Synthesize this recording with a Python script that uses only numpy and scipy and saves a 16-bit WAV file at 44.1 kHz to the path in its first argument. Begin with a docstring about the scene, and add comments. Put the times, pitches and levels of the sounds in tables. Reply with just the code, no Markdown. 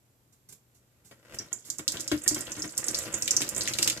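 """A soft, wet slither in a quiet workshop: watery paper pulp slides along a tilted jar.
It tips into a mesh strainer on a plastic bucket, where lumps squelch and thump the air below.
Water drains through and ticks on the wet bottom, first in single drops, then as a spattering trickle,
and the odd air pocket plips in the pulp. Heard up close, through two microphone ports."""
import sys
import numpy as np
from scipy import signal
from scipy.fft import rfft, irfft
from scipy.io import wavfile
from scipy.ndimage import uniform_filter1d

SR = 44100
rng = np.random.default_rng(int(sys.argv[2]) if len(sys.argv) > 2 else 0)


def wav_out(sig):
    """Save sig, one row per channel (or a flat mono array), as 16-bit PCM at SR to the path in sys.argv[1]."""
    wavfile.write(sys.argv[1], SR, np.round(np.clip(np.atleast_2d(sig).T, -1, 1) * 32767).astype(np.int16))


N = 176400


def undb(db):
    return 10 ** (np.asarray(db) / 20)


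def unit(x):
    """Scale to rms 1."""
    return x / np.sqrt(np.mean(x ** 2) + 1e-18)


def add(out, x, start):
    """Mix x into out from a start time in seconds."""
    i = max(int(start * SR), 0)
    out[..., i:i + x.shape[-1]] += x[..., :N - i]


def convolve(x, h):
    return signal.fftconvolve(x, h)[:len(x)]


def bin_hz(size):
    return np.arange(size // 2 + 1) * SR / size


def colour(x, points, size=2048):
    """Minimum-phase EQ through (Hz, dB) points."""
    hz, db = np.array(points, float).T
    curve_db = np.interp(np.log(np.maximum(bin_hz(size), 1)), np.log(hz), db)
    cepstrum = irfft(np.log(undb(curve_db)))
    cepstrum[1:size // 2] *= 2
    cepstrum[size // 2 + 1:] = 0
    return convolve(x, irfft(np.exp(rfft(cepstrum))))


def diffuse(size, wide_hz=980):
    """Stereo noise: narrow in the bass, fully wide in the treble."""
    mid, side = rng.standard_normal((2, size))
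    width = np.clip(bin_hz(size) / wide_hz, .35, 1) * np.pi / 4
    mid = irfft(rfft(mid) * np.cos(width), size)
    side = irfft(rfft(side) * np.sin(width), size)
    return np.array([mid + side, mid - side])


def clicks(per_s, spread_db):
    """Random clicks of uneven size."""
    hits = rng.random(N) < per_s / SR
    sizes = undb(spread_db * np.clip(rng.standard_normal(N), -2, 2))
    return hits * sizes * rng.choice([-1, 1], N)


def burst(decay, attack_s=0.00042):
    """Envelope of unit energy: snappy attack, exponential tail."""
    t = np.arange(SR // 4) / SR
    shape = (1 - np.exp(-t / attack_s)) * np.exp(-t / decay)
    return shape / np.linalg.norm(shape)


# Reflections in the bucket, then the workshop. Each row: relative level in dB, T60 in seconds.
REFLECTIONS = [(0, 0.023), (-3.5, 0.19), (-11, 0.093)]

def space(x, wet_db, size=16384, lag_s=0.00008):
    """Direct sound hits the right port first; bucket and room scatter a fresh tail for each spot."""
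    t = np.arange(size) / SR
    power = 0
    for db, t60 in REFLECTIONS:
        fade = np.exp(-2 * np.log(1000) * t / t60)
        power = power + undb(db + wet_db) ** 2 * fade / fade.sum()
    tails = diffuse(size) * np.sqrt(power) * (1 - np.exp(-t / 0.00084))
    left = irfft(rfft(x) * np.exp(-2j * np.pi * bin_hz(len(x)) * lag_s), len(x))
    return np.array([left, x]) + np.array([convolve(x, tail) for tail in tails])


# Dark room tone with a thin whistle on top. Each row: frequency in Hz, gain in dB.
ROOM_EQ = [(60, 5.5), (120, 0), (300, -8.5), (1500, -18), (12500, -23.5), (13000, -13), (13500, -27)]

def workshop(hum_hz=120):
    """A faint bed of room tone and mains hum."""
    air = unit(np.array([colour(noise, ROOM_EQ) for noise in diffuse(N)]))
    hum = unit(np.sin(2 * np.pi * hum_hz * np.arange(N) / SR))
    return undb(-66) * air + undb(-73) * hum


# Pulp slipping in the jar. 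Each row: start in seconds, relative level in dB, decay in seconds.
SLITHERS = [(0.324, -29.5, 0.017), (0.488, -17, 0.027), (0.524, -20.5, 0.007), (0.745, -29, 0.025),
            (1.047, -21.5, 0.05), (1.343, -13.5, 0.0092), (1.648, -11, 0.11)]
# Soft body, scooped mids, wet sheen. Each row: frequency in Hz, gain in dB.
SLITHER_EQ = [(200, 4), (700, -5), (3000, -5), (7000, 3.5), (14000, -5)]

def jar():
    """Wet fibres crackle softly as they slip along the jar."""
    envelope = np.zeros(N)
    for start, db, decay in SLITHERS:
        add(envelope, undb(db - 9.5) * burst(decay), start)
    crackle = unit(colour(clicks(per_s=6000, spread_db=3), SLITHER_EQ))
    return space(crackle * envelope, wet_db=4)


# The hollow note of the bucket and its air. Each row: mode frequency in Hz, relative level in dB.
BUCKET_MODES = [(72, 0.5), (120, -5), (215, -9), (238, -9), (305, 6.5), (336, -3.5), (595, -9)]

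def bucket(pitch_ratio, t60=0.13):
    """The bucket's low modes bloom and die away; the load of pulp shifts their pitch."""
    t = np.arange(SR // 2) / SR
    modes = sum(undb(db) * np.sin(2 * np.pi * hz * pitch_ratio * t) for hz, db in BUCKET_MODES)
    ring = modes * np.exp(-np.log(1000) * t / t60) * (1 - np.exp(-t / 0.017))
    return ring / np.linalg.norm(ring)


# Fader rides for the stream. Each row: time in seconds, spatter gain in dB, squelch gain in dB.
POUR_FADERS = [(0, -100, -110), (1.15, -90, -82.5), (1.35, -68, -57.5), (1.6, -61, -85), (1.86, -79, -68.5),
               (1.97, -44.5, -58.5), (2.06, -56, -65), (2.19, -48, -59), (2.4, -41.5, -58.5),
               (2.52, -53, -55), (2.65, -40.5, -56.5), (2.72, -54, -60), (2.83, -43.5, -56),
               (3.43, -44.5, -53.5), (3.52, -44.5, -57.5), (3.85, -37.5, -51), (4.0, -47.5, -55.5)]
SPATTER_FADER, SQUELCH_FADER = 1, 2

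def pour(fader, clump_s=0.024, clump_db=5.5):
    """Gain along one fader ride, wobbling because the stream comes in clumps."""
    rows = np.array(POUR_FADERS)
    ride_db = np.interp(np.arange(N) / SR, rows[:, 0], rows[:, fader])
    hold = int(SR * clump_s)
    steps = np.repeat(2 * rng.random(N // hold + 1) - 1, hold)
    clumps = uniform_filter1d(steps, hold // 2)[:N]
    return undb(ride_db + clump_db * clumps)


# Lumps landing on the mesh. Each row: start in seconds, relative squelch and thud level in dB,
# relative bucket ring level in dB, squelch and thud decay in seconds.
LUMPS = [(1.111, -8.5, -24, 0.017), (1.394, -3, -24, 0.045), (1.515, -7.5, -24, 0.048),
         (1.683, -12.5, -14, 0.049), (1.792, 2.5, -5, 0.0074), (1.881, -5.5, -7.5, 0.014),
         (1.94, 3.5, -4, 0.04), (2.115, 12, 19.5, 0.018), (2.261, 3.5, -10, 0.042), (2.309, 0, 9.5, 0.0036),
         (2.359, 5.5, -9, 0.037), (2.57, 1.5, 1.5, 0.06), (2.64, 1, 3, 0.014), (2.886, 2, -0.5, 0.013),
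         (3.056, 0.5, -18, 0.007), (3.138, 1.5, -20, 0.0071), (3.403, 7, 2, 0.035), (3.561, 5, -7, 0.047),
         (3.791, 2, -0.5, 0.015)]
# A juicy midrange for the squelch, all bass for the thud. Each row: frequency in Hz, gain in dB.
SQUELCH_EQ = [(70, 0.5), (600, -1.5), (760, -7), (1200, -3.5), (1900, -3), (2800, -7), (14000, -23.5)]
THUD_EQ = [(70, 20), (330, 10), (900, -16.5)]

def pulp(detune=0.023):
    """Lumps land with tiny wet pops and a thud that rings the bucket; the stream oozes and patters."""
    envelope, ring = np.zeros((2, N))
    for start, squelch_db, ring_db, decay in LUMPS:
        add(envelope, undb(squelch_db - 15.5) * burst(decay), start)
        pitch_ratio = 1 + detune * rng.uniform(-1, 1)
        add(ring, undb(ring_db - 16) * bucket(pitch_ratio), start)
    pops = unit(colour(clicks(per_s=2000, spread_db=1.1), SQUELCH_EQ)) * envelope
    flow = pour(SQUELCH_FADER)
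    ooze = unit(colour(clicks(per_s=1000, spread_db=7), SQUELCH_EQ)) * flow * undb(5)
    patter = unit(clicks(per_s=150, spread_db=3)) * flow
    thud = colour(patter + envelope * rng.standard_normal(N), THUD_EQ)
    thump = ring + thud + convolve(patter, bucket(1 + detune)) / 2
    return space(pops, wet_db=-1.5) + space(ooze, wet_db=1.5) + space(thump, wet_db=-9)


def tick(hz, q, size, delay_s=0.000321):
    """A drop's impact rings a small bubble; little sound lies below the bubble's pitch."""
    f = bin_hz(size)
    s = 1j * f / hz
    bubble = s * s / (s * s + s / max(q, .5) + 1)
    cut = s / 0.66
    low_cut = (cut * cut / (cut * cut + cut + 1)) ** 2
    return irfft(bubble * low_cut * np.exp(-2j * np.pi * f * delay_s))


# Single drops. Each row: start in seconds, relative level in dB, bubble pitch in Hz, bubble Q.
DROPS = [(1.387, -12.5, 5450, 15), (1.5285, -10.5, 6860, 11), (1.7013, -2, 5570, 2.4),
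         (1.7841, -5.5, 6900, 1.8), (1.879, 6.5, 4200, 2.5), (1.9204, 4.5, 5100, 0.51),
         (2.006, 2, 4870, 0.73), (2.0778, -3, 5140, 2.3), (2.116, -4.5, 2980, 3.2),
         (2.2783, 11, 5470, 1.72), (2.2887, 4, 6300, 2.5), (2.346, 3, 5330, 1.06), (2.408, -9, 8040, 5.7),
         (2.519, -11, 6130, 6.4), (2.5938, -21, 6800, 9.6), (2.6206, -10.5, 5420, 15),
         (2.7075, -13, 5000, 0.57), (2.7781, 8.5, 6600, 0.99), (2.883, 3.5, 5740, 1.94),
         (2.9456, -3.5, 4580, 14.3), (2.988, 7.5, 5800, 0.4), (3.1415, -6, 6650, 9.7),
         (3.2227, 0, 6000, 3.1), (3.2778, 6, 2420, 1.5), (3.3083, 3.5, 5800, 4.8), (3.3659, 3.5, 5720, 6),
         (3.4181, 6.5, 2350, 1.1), (3.4902, 9.5, 7340, 0.38), (3.563, -5, 6750, 2.6),
         (3.6085, -4.5, 4280, 6.7), (3.6754, 1.5, 2130, 3.7), (3.736, 0.5, 3300, 1.7),
         (3.7864, 7, 2500, 1.34), (3.8279, 14, 2780, 0.42), (3.8759, 12, 2760, 0.92),
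         (3.899, 8.5, 2770, 0.94)]
# Takes the edge off drops and spatter. Each row: frequency in Hz, gain in dB.
TICK_EQ = [(5500, -3), (7500, -2.5), (13000, -15.5)]

def drops(size=16384, pops=3, max_gap_s=0.0036):
    """Big drops hit the bucket bottom, each on its own spot, and break into smaller, higher pops."""
    out = np.zeros((2, N))
    for start, db, hz, q in DROPS:
        splash = tick(hz, q, size)
        delays = np.cumsum(rng.random(pops)) * max_gap_s
        pitches = hz * np.exp(0.18 * abs(rng.standard_normal(pops)))
        for delay, pop_hz in zip(delays, pitches):
            splash += undb(-10) * np.roll(tick(pop_hz, q, size), int(delay * SR))
        add(out, space(undb(db - 4.5) * colour(splash, TICK_EQ), wet_db=1), start)
    return out


def spatter(spots=3, max_per_spot=200, droplets_per_s=110, centre_hz=6740):
    """Droplets ring small bubbles of scattered pitch on a few spots, over a fine fizz."""
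    sharp_clicks = np.diff(clicks(per_s=720, spread_db=1.4), prepend=0)
    fizz = undb(-12) * unit(colour(sharp_clicks, TICK_EQ))
    out = space(fizz * pour(SPATTER_FADER), wet_db=-8.5)
    for _ in range(spots):
        spot = np.zeros(N)
        starts = np.cumsum(rng.exponential(size=max_per_spot)) * spots / droplets_per_s
        variations = np.clip(rng.standard_normal((max_per_spot, 3)), -2, 2)
        for start, (pitch, level, ring) in zip(starts, variations):
            if start < N / SR:
                q = 6 * 2 ** (ring / 2)
                droplet = tick(centre_hz * np.exp(0.4 * pitch), q, size=512)
                add(spot, undb(5.5 * level) / np.sqrt(q) * droplet, start)
        trickle = undb(-9.5) * unit(colour(spot, TICK_EQ))
        out += space(trickle * pour(SPATTER_FADER), wet_db=4.5)
    return out


# Little plips in the pulp. Each row: start in seconds, level in dB, starting pitch in Hz.
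AIR_POCKETS = [(2.262, -32, 1740), (2.83, -33.5, 1870), (3.406, -38, 1650), (3.859, -30, 1420)]

def air_pockets(decay_cycles=3.1, glide=0.066):
    """Each air pocket bursts open and rings briefly, its pitch bending up."""
    out = np.zeros(N)
    for start, db, hz in AIR_POCKETS:
        cycles = hz * np.arange(SR // 20) / SR
        age = cycles / decay_cycles
        bend = 1 + glide * np.tanh(age / 2)
        plip = np.exp(-age) * np.sin(2 * np.pi * cycles * bend)
        add(out, undb(db) * plip, start)
    return space(out, wet_db=2)


def scene():
    """The mix: draining water and sliding pulp over the room tone."""
    return drops() + spatter() + jar() + pulp() + air_pockets() + workshop()


# The left port is warm, the right rings in the treble. Each row: frequency in Hz, gain in dB.
LEFT_PORT_EQ = [(80, 2.5), (300, 4.5), (1300, 0), (5900, 1.5), (7200, -4.5), (9000, -7), (12000, 0),
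                (14400, 0.5), (15200, -22.5)]
RIGHT_PORT_EQ = [(1300, 0.5), (4400, -4), (6600, 3.5), (7300, 9.5), (8500, 4.5), (14400, 4), (15200, -14.5)]

def record(dry, low_cut_hz=90, high_cut_hz=16400):
    """Each port colours the sound; then a low cut, a clip at full scale and a steep high cut."""
    low_cut = signal.butter(2, low_cut_hz, "high", fs=SR, output="sos")
    high_cut = signal.ellip(8, .2, 70, high_cut_hz, fs=SR, output="sos")
    ports = np.array([colour(dry[0], LEFT_PORT_EQ), colour(dry[1], RIGHT_PORT_EQ)])
    clipped = np.clip(signal.sosfilt(low_cut, ports), -1, 1)
    return signal.sosfilt(high_cut, clipped)


dry = scene()
out = record(dry)
wav_out(out)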